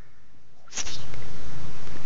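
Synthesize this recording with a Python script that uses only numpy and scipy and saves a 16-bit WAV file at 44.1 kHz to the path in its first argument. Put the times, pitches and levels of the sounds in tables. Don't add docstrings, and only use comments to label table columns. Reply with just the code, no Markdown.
import sys
import numpy as np
from scipy import signal
from scipy.fft import rfft, irfft, next_fast_len
from scipy.io import wavfile
from scipy.ndimage import uniform_filter1d

SR = 44100
rng = np.random.default_rng(int(sys.argv[2]) if len(sys.argv) > 2 else 0)


def materialize(psi):
    bounded = np.clip(np.atleast_2d(psi).T, -1, 1)
    quanta = np.round(bounded * 32767).astype(np.int16)
    wavfile.write(sys.argv[1], SR, quanta)


N = 90537
T = np.arange(N) / SR

# time_s, flutter_hz, level_db (added to PURR_DB)
PURR_PATH = [(0, 25.67, 1), (.28, 25.61, 1.5), (.52, 26.51, 0.5), (.66, 24.93, -5.5), (.9, 23.92, -6.5),
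             (1.06, 23.58, 3), (1.2, 23.85, 1), (1.31, 25.5, -3), (1.44, 26.18, -0.5), (1.6, 26.23, 8),
             (1.69, 26.36, 0), (1.86, 25.74, -4.5), (2.05, 24.3, 0)]
# multiple (of the flutter rate), level_db (against each other)
PURR_OVERTONES = [(2, -2), (3, -17), (4, -12), (5, 0), (6, -5.5), (7, -14), (8, -14.5), (10, -17.5),
                  (12, -18.5)]
PURR_DB = -47
WAVER_DB, PHASE_WAVER_RAD, WAVER_S = 2, 0.3, 0.1

# start_s, peak_s, end_s, level_db (at the peak),
# rise_db (how far below the peak at the start), fall_db (how far below at the end)
PAW_STROKES = [(0.712, 0.796, 0.8325, -21, 17.5, 33), (.85, 0.877, 0.925, -34.5, 16.5, 14.5)]
# (per Hz, against each other)
SCRAPE_COLOUR = [(100, -15), (300, 3), (700, -2.5), (1500, -1), (2600, 2), (3700, 1), (4700, -3),
                 (6500, -21), (7500, -23)]
FIBRES_PER_S, FIBRE_SPREAD_DB = 5400, 4
SMOOTH_SHARE = 0.65
# start_s, peak_s, end_s, level_db (at the peak), centre_hz, width_hz
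CLOTH_SWISHES = [(0.49, 0.64, 0.7, -42, 640, 230), (.53, .595, .665, -50.5, 5200, 2600),
                 (.658, .682, 0.702, -35, 1390, 170), (0.63, 0.714, 0.87, -44, 1900, 630),
                 (0.701, 0.735, 0.87, -26.5, 5700, 1700), (0.73, .788, 0.8175, -17, 6250, 1094),
                 (.796, .807, .822, -18, 5770, 420), (.835, .868, 0.947, -35, 5960, 1100),
                 (0.847, .95, 0.978, -36.5, 4720, 2050), (0.885, .932, 0.995, -39.5, 3670, 170),
                 (0.87, .925, .975, -44.5, 2960, 240), (.92, 0.99, 1.07, -48, 3980, 640),
                 (0.96, 1.018, 1.064, -48.5, 3050, 300), (0.96, 0.992, 1.096, -51.5, 5800, 1460)]
SWISH_EDGE_DB = 23.5

# time_s, snap_db, ring_db, ring_hz, ring_t60_s (time to fall 60 dB), thud_db, thud_hz
CLAW_TICKS = [(0.698, -27, -45, 3500, 0.0066, -60, 500), (0.8309, -20.5, -32, 3000, 0.0036, -54.5, 500),
              (1.14, -22.5, -35.5, 2180, 0.026, -34.5, 570), (1.2240, -45, -35.5, 2010, 0.02, -40, 500),
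              (1.8740, -24, -46, 1490, .008, -43, 560), (1.959, -32, -43, 1511, 0.0099, -29.5, 370),
              (1.9694, -33, -34, 1797, 0.011, -63, 496)]
SNAP_S, THUD_T60_S = 0.00005, 0.019

# time_s (of the middle), level_db, pitch_hz
PAW_PRESSES = [(0.349, -36, 266), (.797, -32, 90), (0.861, -33, 66)]
PRESS_CYCLES = 1

# centre_hz, width_hz, level_db (at the start, before it fades)
FAINT_RING = [(1360, 290, -49), (1804, 130, -48.5), (2170, 160, -53)]
RING_FADE_DB_PER_S = 35

# (per Hz, against each other)
ROOM_COLOUR = [(20, -4.5), (55, -1.5), (90, -0.5), (165, -2.5), (215, -7.5), (330, -10), (520, -10.5),
               (750, -15.5), (1080, -16), (1270, -15), (1450, -17), (1900, -18.5), (2800, -22.5),
               (4500, -23.5), (6400, -24), (7200, -35.5)]
ROOM_DB, ROOM_PATCHY_DB = -43, 0.99

GATE_SHUT_DB, GATE_THRESHOLD_DB = -18, -22.5
GATE_OPEN_S, GATE_EASE_S = 0.083, 0.03
OFFSET = -0.211
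EDGE_HZ = 7520


def amp(db):
    return 10 ** (np.asarray(db) / 20)


def unit(x):
    return x / np.sqrt(np.mean(x ** 2) + 1e-20)


def curve(points, column=1):
    rows = np.array(points, float)
    return np.interp(T, rows[:, 0], rows[:, column])


def gains(points, hz):
    f, db = np.transpose(points)
    return amp(np.interp(np.log(hz + 1), np.log(f + 1), db))


def colour(x, points):
    hz = np.fft.rfftfreq(2 * N, 1 / SR)
    return irfft(rfft(x, 2 * N) * gains(points, hz))[:N]


def band(x, hz, width):
    size = next_fast_len(N)
    f = np.fft.rfftfreq(size, 1 / SR)
    shape = 1 / (1 + (2 * (f - hz) / width) ** 4) ** 0.5
    return unit(irfft(rfft(x, size) * shape, size)[:N])


def add(mix, s, sound):
    part = mix[max(round(s * SR), 0):][:len(sound)]
    part += sound[:len(part)]


def lag(x, seconds):
    r = np.exp(-1 / (seconds * SR))
    return signal.lfilter([1 - r], [1, -r], x)


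def waver():
    size = max(int(WAVER_S * SR), 2)
    once = uniform_filter1d(rng.standard_normal(N), size)
    return unit(uniform_filter1d(once, size))


def purr():
    turns = np.cumsum(curve(PURR_PATH)) / SR
    tone = np.zeros(N)
    for multiple, db in PURR_OVERTONES:
        level = amp(db + WAVER_DB * waver())
        cycles = round(multiple) * turns + rng.random()
        tone += level * np.sin(2 * np.pi * cycles + PHASE_WAVER_RAD * waver())
    return amp(PURR_DB + curve(PURR_PATH, column=2)) * unit(tone)


def fibres():
    happens = rng.random(N) < FIBRES_PER_S / SR
    direction = rng.choice([-1, 1], N)
    size = amp(FIBRE_SPREAD_DB * np.minimum(rng.exponential(1, N), 4))
    slips = happens * direction * size
    return unit(unit(slips) + SMOOTH_SHARE * rng.standard_normal(N))


def arch(start, peak, end, rise_db, fall_db):
    before = np.maximum(peak - T, 0) / max(peak - start, 0.002)
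    after = np.maximum(T - peak, 0) / max(end - peak, 0.002)
    return amp(-rise_db * before ** 1.74 - fall_db * after ** 1.66)


def blanket():
    strokes = np.zeros(N)
    for start, peak, end, db, rise_db, fall_db in PAW_STROKES:
        strokes += amp(db) * arch(start, peak, end, rise_db, fall_db)
    out = unit(colour(fibres(), SCRAPE_COLOUR)) * strokes
    for start, peak, end, db, hz, width in CLOTH_SWISHES:
        swell = arch(start, peak, end, SWISH_EDGE_DB, SWISH_EDGE_DB)
        out += amp(db) * swell * band(fibres(), hz, width)
    return out


def claws():
    out = np.zeros(N)
    t = T[:SR // 20]
    for s, snap_db, ring_db, ring_hz, ring_t60, thud_db, thud_hz in CLAW_TICKS:
        snap = amp(snap_db) * t / SNAP_S * np.exp(1 - t / SNAP_S)
        short_ring = amp(ring_db - 60 * t / ring_t60) * np.sin(2 * np.pi * ring_hz * t)
        thud = amp(thud_db - 60 * t / THUD_T60_S) * np.sin(2 * np.pi * thud_hz * t)
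        add(out, s, snap + short_ring + thud)
    return out


def paws():
    out = np.zeros(N)
    for s, db, hz in PAW_PRESSES:
        swell = np.exp(-((T - s) * hz / PRESS_CYCLES) ** 2)
        out += amp(db) * swell * np.cos(2 * np.pi * hz * (T - s))
    return out


def ring():
    noise = rng.standard_normal(N)
    bands = sum(amp(db) * band(noise, hz, width) for hz, width, db in FAINT_RING)
    return amp(-RING_FADE_DB_PER_S * T) * bands


def room():
    _, _, z = signal.stft(rng.standard_normal(N), SR, nperseg=1024, noverlap=768)
    patches = uniform_filter1d(rng.standard_normal(z.shape), size=10, axis=0)
    patches = unit(uniform_filter1d(patches, size=12, axis=1))
    patchy = z * amp(ROOM_PATCHY_DB * patches)
    noise = signal.istft(patchy, nperseg=1024, noverlap=768)[1][:N]
    return amp(ROOM_DB) * unit(colour(noise, ROOM_COLOUR))


def scene():
    return (purr() + blanket() + claws() + paws() + ring() + room())[None]


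def record(dry):
    level = np.sqrt(abs(uniform_filter1d(dry[0] ** 2, size=700)))
    opened = np.maximum.accumulate(level > amp(GATE_THRESHOLD_DB)) * 1.0
    opening = lag(lag(opened, GATE_OPEN_S), GATE_EASE_S)
    gain = amp(GATE_SHUT_DB) + (1 - amp(GATE_SHUT_DB)) * opening
    padded = np.pad((dry[0] + OFFSET) * gain, 150, mode="edge")
    low_pass = signal.firwin(301, EDGE_HZ, window=("kaiser", 8), fs=SR)
    return signal.oaconvolve(padded, low_pass, "valid")[None]


dry = scene()
out = record(dry)
materialize(out)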